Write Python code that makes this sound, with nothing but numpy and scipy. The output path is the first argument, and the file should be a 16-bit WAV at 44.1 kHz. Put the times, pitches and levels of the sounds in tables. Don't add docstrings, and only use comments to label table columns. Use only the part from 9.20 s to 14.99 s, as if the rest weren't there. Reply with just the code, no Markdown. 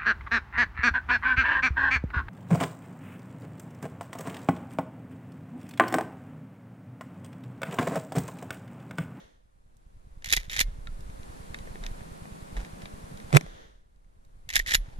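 import sys
import numpy as np
from scipy import signal
from scipy.fft import rfft, irfft, next_fast_len
from scipy.io import wavfile

SR = 44100
rng = np.random.default_rng(int(sys.argv[2]) if len(sys.argv) > 2 else 0)


def persist_wave(psi):
    counts = np.round(np.clip(psi, -1, 1) * 32767).astype(np.int16)
    wavfile.write(sys.argv[1], SR, np.atleast_2d(counts).T)


N = 255339
TIME_S = np.arange(N) / SR
FFT_SIZE = 2 * next_fast_len(N // 2 + 8192)
FREQ_HZ = np.maximum(np.arange(FFT_SIZE // 2 + 1) * SR / FFT_SIZE, 1)
EARLIER_SHOT_S, SHOT_S = -0.27, 4.157

# frequency in Hz, level in dB, phase in radians, coherence from -1 to 1.
GUN_PORTS = [(100.45, 0, 0.5, 0.99), (495.7, -4, -0.85, 0.6), (860, -13, -1, 0), (1219, 9.5, -3.5, 0.7),
             (2120, -1.5, -4.0, 1), (2335, 5.5, -3.5, 0.5), (2880, 3.5, -5, 0.8), (4100, -7.5, -6.5, 1),
             (4600, -9.5, -10.5, 0), (7140, -9, -7, 0), (9500, -15.5, -18.5, 0.96), (14600, -15, -30, 0.1)]
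SHOT_PORTS = [(140, -7.5, 0.5, 1), (400, -3.5, -1.25, .7), (706, -1.5, -2, .75), (1060, -4.5, -3.5, 0.81),
              (1320, 5.5, -2.5, .9), (2320, 8, -4, .8), (3280, -7.5, -7, 0.96), (4800, -3.5, -4.5, 1),
              (7050, -11.5, -8, .5), (15000, -19, -10, .4)]
AIR_PORTS = [(50, -1, 0.0096, 0.9), (140, -1.1, 0, 0.68), (230, 0, 0.0045, 0), (640, 0.14, 0.0051, -0.81),
             (1300, 0, 0, -0.79), (3180, 0, 0.003, 0.17), (15000, 0, 0.0021, -0.14)]
# start, bolt at its stop and hull thrown out in seconds,
# friction in dB, run-out T60 in seconds, hollow boost in dB.
PULLS = [(1.0443, 1.126, 1.1655, -29.5, .27, -15), (5.29, 5.3564, 5.392, -32, 0.185, -3.5)]
# start, shell into chamber and bolt locked in seconds,
# friction in dB, run-out T60 in seconds, hollow boost in dB.
PUSHES = [(1.297, 1.3648, 1.4104, -34, .06, -13), (5.4621, 5.5183, 5.551, -30, .025, -2)]
# time in seconds, relative level in dB, tilt in dB per octave, signed snap size.
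JOLTS = [(4.128, -23.5, 0.2, 4.5), (4.1334, -28, -0.5, 4.5), (4.139, -27.5, -4, -11),
         (4.1493, -18, -1.1, 11.5), (4.1609, -15.5, -3.5, -11.5), (4.167, -18, 6, 3),
         (4.1698, -7, 1.1, 12.5), (4.1771, -29, 1.5, -7.5), (4.21, -30, 0.5, 3), (4.2635, -40.5, -2, 7.5)]


def from_db(db):
    return np.exp(np.asarray(db) * (np.log(10) / 20))


def in_time(rows):
    times_s, *columns = np.transpose(rows)
    return [np.interp(TIME_S, times_s, column) for column in columns]


def in_pitch(rows):
    hz, *columns = np.transpose(rows)
    return [np.interp(np.log(FREQ_HZ), np.log(hz), column) for column in columns]


def noise():
    return rng.standard_normal((2, N))


def envelope(start_s, attack_s, hold_s, t60_s):
    age_s = TIME_S - start_s
    fall_db = -60 * np.clip((age_s - attack_s - hold_s) / t60_s, 0, 4)
    return np.clip(age_s / attack_s, 0, 1) * from_db(fall_db)


def colour(x, spectrum):
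    gain = from_db(in_pitch(spectrum)[0])
    cepstrum = irfft(np.log(gain / np.sqrt(np.mean(gain ** 2))))
    cepstrum[1:FFT_SIZE // 2] *= 2
    cepstrum[FFT_SIZE // 2 + 1:] = 0
    return irfft(rfft(x, FFT_SIZE) * np.exp(rfft(cepstrum)))[..., :N]


def ports(pair, table):
    lean_db, phase_rad, coherence = in_pitch(table)
    coherence, lean = np.clip(coherence, -1, 1), from_db(lean_db)
    right, own = rfft(pair, FFT_SIZE)
    left = lean * (coherence * np.exp(1j * phase_rad) * right + np.sqrt(1 - coherence ** 2) * own)
    return irfft(np.array([left, right]) * np.sqrt(2 / (1 + lean ** 2)))[:, :N]


def ring(x, hz, t60_s):
    radius, step_rad = from_db(-60 / (t60_s * SR)), 2 * np.pi * hz / SR
    feedback = [1, -2 * radius * np.cos(step_rad), radius * radius]
    return signal.lfilter([0, np.sin(step_rad)], feedback, x + 1e-18)


def contacts(rows, rise_s, decay_s, tail_s, tail_db, snap, pivot_hz, size=4096):
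    lead = size // 32
    out = np.zeros((2, N + size))
    age_s = np.maximum(np.arange(size) - lead, 0) / SR
    octaves = np.log2(np.clip(np.arange(size // 2 + 1) * SR / size, 400, 12000) / pivot_hz)
    fall = np.exp(-age_s / decay_s) + from_db(tail_db) * np.exp(-age_s / tail_s)
    shape = (1 - np.exp(-age_s / rise_s)) * fall
    for (start_s, level_db, tilt_db), push in zip(rows, np.broadcast_to(snap, len(rows))):
        burst = rng.standard_normal((2, size)) * shape
        burst[0, lead + 8] += push
        at = round(start_s * SR) - lead
        out[:, at:at + size] += from_db(level_db) * irfft(rfft(burst) * from_db(tilt_db * octaves))
    return out[:, :N]


def friction(gain, slips_per_s, grain_s, spread_db):
    slipping = rng.random(N) < slips_per_s / SR
    sizes = from_db(spread_db * np.minimum(rng.exponential(1, N), 3))
    grains = signal.lfilter([1], [1, -np.exp(-1 / (grain_s * SR))], slipping * sizes)
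    return gain * grains / np.sqrt(np.mean(grains ** 2)) * noise()


def hush(depth_db, recovery_db_per_s, sink_s=0.47):
    age_s = TIME_S - np.where(TIME_S < SHOT_S, EARLIER_SHOT_S, SHOT_S)
    sinking_db = depth_db * age_s / sink_s
    recovering_db = depth_db - recovery_db_per_s * (age_s - sink_s)
    return from_db(-np.maximum(np.minimum(sinking_db, recovering_db), 0))


def background():
    # frequency in Hz, relative level in dB.
    hiss_colour = [(20, -7.5), (100, -5), (200, 4.5), (350, 2.5), (550, 4.5), (1100, -0.5), (2000, -8.5),
                   (3000, -15), (4200, -15), (5200, -18), (10000, -16), (12500, -24), (16000, -41)]
    rumble_colour = [(10, 0.5), (25, 1), (50, -2.5), (80, -13.5), (150, -24), (400, -45.5), (2000, -86.5)]
    drone_colour = [(60, -33), (125, -11.5), (165, 2), (215, -4.5), (330, -16.5), (1000, -46.5)]
    # time in seconds, relative level in dB.
    rumble_level = [(0.0, -68), (0.34, -64), (1.38, -46.5), (1.79, -45), (2.23, -49.5), (2.77, -47),
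                    (2.93, -60), (4.31, -54), (4.69, -63), (5.31, -53), (5.48, -47.5), (5.79, -46.5)]
    hiss = from_db(-48) * hush(depth_db=24.5, recovery_db_per_s=12.5) * colour(noise(), hiss_colour)
    rumble = from_db(in_time(rumble_level)[0] + 4.0) * colour(noise(), rumble_colour)
    drone = from_db(-51) * hush(depth_db=30, recovery_db_per_s=13) * colour(noise(), drone_colour)
    return ports(hiss + rumble + drone, AIR_PORTS)


def ticks(offset_s=0.2582, period_s=0.1024, width_s=0.0022, sag_s=0.0033, sag=0.088):
    since_s = (TIME_S - offset_s + period_s / 2) % period_s - period_s / 2
    pulses = np.exp(-(since_s / width_s) ** 2) - sag * np.exp(-(since_s / sag_s - 1) ** 2)
    return hush(depth_db=24, recovery_db_per_s=22.5) * pulses * from_db([[-33], [-31]])


def bumps(thud_hz=62, thud_db=-39.5, thud_s=0.03, rock_hz=32.4, rock_s=0.037, rock_delay_s=0.053):
    # centre in seconds, frequency in Hz, peak in dB, half length in seconds.
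    movements = [(1.727, 25.31, -30.5, 0.042), (2.68, 28.3, -29.5, 0.047), (3.386, 41.3, -24, 0.024),
                 (3.923, 151, -36.5, 0.0075), (4.214, 259.7, -36.5, 0.0034), (4.241, 153, -36.5, 0.0093),
                 (4.306, 29.74, -39, 0.027)]
    pull_rock_db, push_rock_db = -30, -24
    stops = [(row[1], pull_rock_db) for row in PULLS] + [(row[2], push_rock_db) for row in PUSHES]
    thuds = [(stop_s, thud_hz, thud_db, thud_s) for stop_s, _ in stops]
    rocks = [(stop_s + rock_delay_s, rock_hz, db, rock_s) for stop_s, db in stops]
    swings = np.zeros(N)
    for centre_s, hz, db, half_s in list(movements) + thuds + rocks:
        near = abs(TIME_S - centre_s) < 4 * half_s
        since_s = TIME_S[near] - centre_s
        swings[near] += from_db(db) * np.exp(-(since_s / half_s) ** 2) * np.cos(2 * np.pi * hz * since_s)
    return swings * from_db([[-1.3], [0]])


def berm(shot_db=-52, stroke_db=-56.3, stroke_delay_s=0.025):
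    # frequency in Hz, relative level in dB.
    echo_colour = [(100, -4.5), (550, 9.5), (850, 1), (1250, 0), (1850, 2), (2500, -9.5), (3500, -2),
                   (4700, -13.5), (6500, -10), (8000, -29.5), (16000, -32)]
    shots = sum(envelope(s, attack_s=0.035, hold_s=0.23, t60_s=0.59) for s in (EARLIER_SHOT_S, SHOT_S))
    strokes = sum(envelope(row[2] + stroke_delay_s, attack_s=0.04, hold_s=0, t60_s=0.6)
                  for row in PULLS + PUSHES)
    gain = from_db(shot_db) * shots + from_db(stroke_db) * strokes
    return gain * ports(colour(noise(), echo_colour), AIR_PORTS)


def handling():
    # time in seconds, relative level in dB, tilt in dB per octave.
    taps = [(.568, -76, 17), (1.671, -36.5, -1), (1.806, -56.5, 12), (1.8992, -48, 0), (2.031, -47.5, 5.5),
            (2.344, -29, 0), (2.3871, -42, 4), (2.4735, -45.5, -11.5), (2.556, -42, -9), (2.6376, -35.5, 2),
            (2.664, -30.5, 3.5), (2.8069, -47, -9.5), (3.0545, -46, -9.5), (3.3669, -37.5, -1),
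            (3.448, -39.5, 2), (3.6188, -43.5, 4), (3.656, -33.5, -2), (3.973, -42, 3), (4.0, -45, 4),
            (4.1052, -44.5, -2), (4.76, -72, 8), (4.845, -68.5, 4), (5.049, -67, 11.5)]
    # frequency in Hz, gain in dB, T60 in seconds.
    tap_modes = [(2180, -28, .022), (3770, -28.5, .018)]
    # start in seconds, level in dB, attack and T60 in seconds.
    rubs = [(2.615, -47.5, 0.021, .35), (2.765, -53.5, .02, .15), (3.335, -42.5, 0.046, 0.36),
            (3.59, -53, .035, .35), (4.04, -50.5, .08, .1), (5.58, -60, 0.074, 3.5)]
    # frequency in Hz, relative level in dB.
    click_colour = [(150, -11.5), (500, -13), (900, -6.5), (1400, -4), (1750, 7.5), (2250, 4.5),
                    (3000, -3.5), (4000, -4.5), (5000, -9.5), (6600, -10), (10000, -28), (16000, -30.5)]
    scuff_colour = [(100, -8.5), (420, -0.5), (560, -1.5), (800, 2.5), (1150, -5.5), (1700, -0.5),
                    (3000, -11), (6000, -17), (16000, -35.5)]
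    clicks = from_db(3.5) * contacts(taps, rise_s=0.00054, decay_s=0.0015, tail_s=0.01,
                                     tail_db=-19.5, snap=1.0, pivot_hz=2380)
    pings = sum(from_db(db) * ring(clicks, hz, t60_s) for hz, db, t60_s in tap_modes)
    rubbing = sum(from_db(db) * envelope(s, attack_s, 0, t60_s) for s, db, attack_s, t60_s in rubs)
    scuffs = friction(rubbing, slips_per_s=830, grain_s=0.003, spread_db=5.0)
    return ports(colour(clicks, click_colour) + pings + colour(scuffs, scuff_colour), GUN_PORTS)


def action_hits():
    # time in seconds, relative level in dB, tilt in dB/octave.
    shell_knocks = [(1.0225, -47, -4), (1.137, -19, -2.5), (1.1655, -20, 4.5), (1.172, -21, -4),
                    (1.177, -34, -4), (1.208, -41, -3), (1.428, -39, 4.5), (5.392, -25.5, 4),
                    (5.3972, -25.5, -4.5), (5.5082, -21, 0)]
    # stage, relative level in dB, tilt in dB per octave.
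    pull_contacts = [(0, -29.5, 1.7), (.18, -29, 1), (.28, -37, -2), (.72, -27.5, 1.7), (.876, -29, 0),
                     (0.999, -12.5, 3.5), (1.209, -12, 0.8), (1.309, -23.5, 0.5), (1.58, -29.5, 4)]
    push_contacts = [(0, -32, -1.3), (.26, -33, 2), (.5, -27, .3), (.56, -30, -0.5), (1, -21.5, -1.1),
                     (1.13, -27.5, -1.8), (1.49, -30, -2.5), (1.59, -16.5, 2), (1.82, -19.5, 5),
                     (1.86, -13.5, 1), (1.999, -11.5, -1), (2.08, -26.5, 6.5)]
    hits = list(shell_knocks)
    for strokes, parts in ((PULLS, pull_contacts), (PUSHES, push_contacts)):
        for start_s, middle_s, end_s, *_ in strokes:
            first_s, second_s = middle_s - start_s, end_s - middle_s
            for stage, level_db, tilt_db in parts:
                hit_s = start_s + min(stage, 1) * first_s + max(stage - 1, 0) * second_s
                hits.append((hit_s, level_db, tilt_db))
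    return hits


def slide(start_s, stop_s, level_db, t60_s, growth_db, grip_s=0.0054):
    to_go = np.clip((stop_s - TIME_S) / (stop_s - start_s), 0, 1)
    hold_s = stop_s - start_s - grip_s
    return from_db(level_db - growth_db * to_go) * envelope(start_s, grip_s, hold_s, t60_s)


def clatter(hits, level_db, t60_s, count=4, lowest_hz=1700, pivot_hz=3200):
    out, age_s = np.zeros(N), np.arange(SR // 10) / SR
    for (start_s, hit_db, tilt_db), draw in zip(hits, rng.random((len(hits), count))):
        hz = lowest_hz * 4.5 ** draw[:, None]
        gains = from_db(tilt_db * np.log2(hz / pivot_hz)) * np.sqrt(lowest_hz / hz)
        modes = gains * np.sin(2 * np.pi * hz * age_s)
        at = round(start_s * SR)
        out[at:at + len(age_s)] += from_db(hit_db + level_db - 60 * age_s / t60_s) * modes.sum(0)
    return out


def hollowness(open_db=8, open_s=0.02):
    held_db, = in_time(sorted((row[1], row[-1]) for row in PULLS + PUSHES))
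    opening = sum(np.exp(-((TIME_S - row[2]) / open_s) ** 2) for row in PULLS)
    return from_db(held_db + open_db * opening)


def ringing_parts():
    # start in seconds, frequency in Hz, relative level in dB, T60 in seconds.
    modes = [(1.2975, 3790, -30.5, 0.035), (1.411, 2126, -52, 0.27), (1.674, 1360, -42.5, 0.046),
             (5.552, 2170, -63, 0.16), (5.551, 11100, -40.5, 0.13), (5.552, 12910, -41, 0.075)]
    notes = sum(from_db(db) * ring(np.arange(N) == round(start_s * SR), hz, t60_s)
                for start_s, hz, db, t60_s in modes)
    return notes * from_db([[-4], [1]])


def pump(hollow_hz=1850, hollow_q=5.5):
    # frequency in Hz, relative level in dB.
    steel_colour = [(100, -18.5), (300, -24), (750, -20), (1150, -17.5), (1450, -11.5), (1900, 0.5),
                    (2300, -2), (2750, -7), (3600, -4), (4100, -7), (4800, -10), (6600, -9), (8500, -20),
                    (9600, -16), (13000, -21), (16000, -31)]
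    hits = action_hits()
    knocks = from_db(5.0) * contacts(hits, rise_s=0.0012, decay_s=0.0018, tail_s=0.011,
                                     tail_db=-23, snap=2.2, pivot_hz=3120)
    pulling = sum(slide(s, stop_s, db, t60_s, growth_db=21) for s, stop_s, _, db, t60_s, _ in PULLS)
    pushing = sum(slide(s, lock_s, db, t60_s, growth_db=8) for s, _, lock_s, db, t60_s, _ in PUSHES)
    rasp = friction(pulling + pushing, slips_per_s=650, grain_s=0.0013, spread_db=1.0)
    steel = colour(knocks + rasp, steel_colour) + clatter(hits, level_db=-12, t60_s=0.044) * [[1], [0]]
    hollow = hollowness() * signal.lfilter(*signal.iirpeak(hollow_hz, hollow_q, fs=SR), steel)
    return ports(steel + hollow, GUN_PORTS)


def housing():
    # frequency in Hz, relative level in dB, T60 in seconds.
    modes = [(322, -21, 0.0099), (405, -19.5, 0.048), (590, -23.5, .026), (774, -28.5, 0.018)]
    times_s, level_db, _, snap = np.transpose(JOLTS)
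    kicks = np.zeros(N)
    kicks[np.round(times_s * SR).astype(int)] = from_db(level_db) * snap
    boom = sum((-1) ** k * from_db(db) * ring(kicks, hz, t60_s)
               for k, (hz, db, t60_s) in enumerate(modes))
    return from_db(-16) * ports(boom * [[1], [0]], SHOT_PORTS)


def shot(recoil_s=4.1295, shudder_hz=156.4, sag_hz=20):
    # frequency in Hz, relative level in dB.
    shot_colour = [(60, -5), (200, -5.5), (330, 3), (600, 4), (1000, -1), (1300, -1), (1570, -6.5),
                   (2000, 0), (2450, -3.5), (2850, -14.5), (3600, -11.5), (4600, -17.5), (6200, -16.5),
                   (8000, -18.5), (11000, -23.5), (16000, -39)]
    width = envelope(recoil_s, attack_s=0.029, hold_s=0.007, t60_s=0.048)
    turns = np.cumsum((shudder_hz - sag_hz * width) * (TIME_S > recoil_s)) / SR
    swing = from_db(-4) * width
    shudder = swing * np.cos(2 * np.pi * turns) * from_db([[-12.5], [0]])
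    rattle = from_db(-21.5) * swing * noise()
    blows = np.array(JOLTS)
    jolts = from_db(1.5) * contacts(blows[:, :3], rise_s=0.00017, decay_s=0.0017, tail_s=0.0039,
                                    tail_db=-17.5, snap=blows[:, 3], pivot_hz=1300)
    squeak = ring(swing * noise()[0], hz=8000, t60_s=0.025) * from_db([[-59.5], [-49.5]])
    return shudder + squeak + ports(colour(jolts + rattle, shot_colour), SHOT_PORTS)


def scene():
    gun = pump() + ringing_parts() + handling() + shot()
    return gun + housing() + berm() + bumps() + background() + ticks()


def record(dry, cutoff_hz=15400):
    limited = dry / (1 + dry ** 6) ** (1 / 6)
    return signal.sosfilt(signal.ellip(10, 0.1, 100, cutoff_hz, fs=SR, output="sos"), limited)


dry = scene()
out = record(dry)
persist_wave(out)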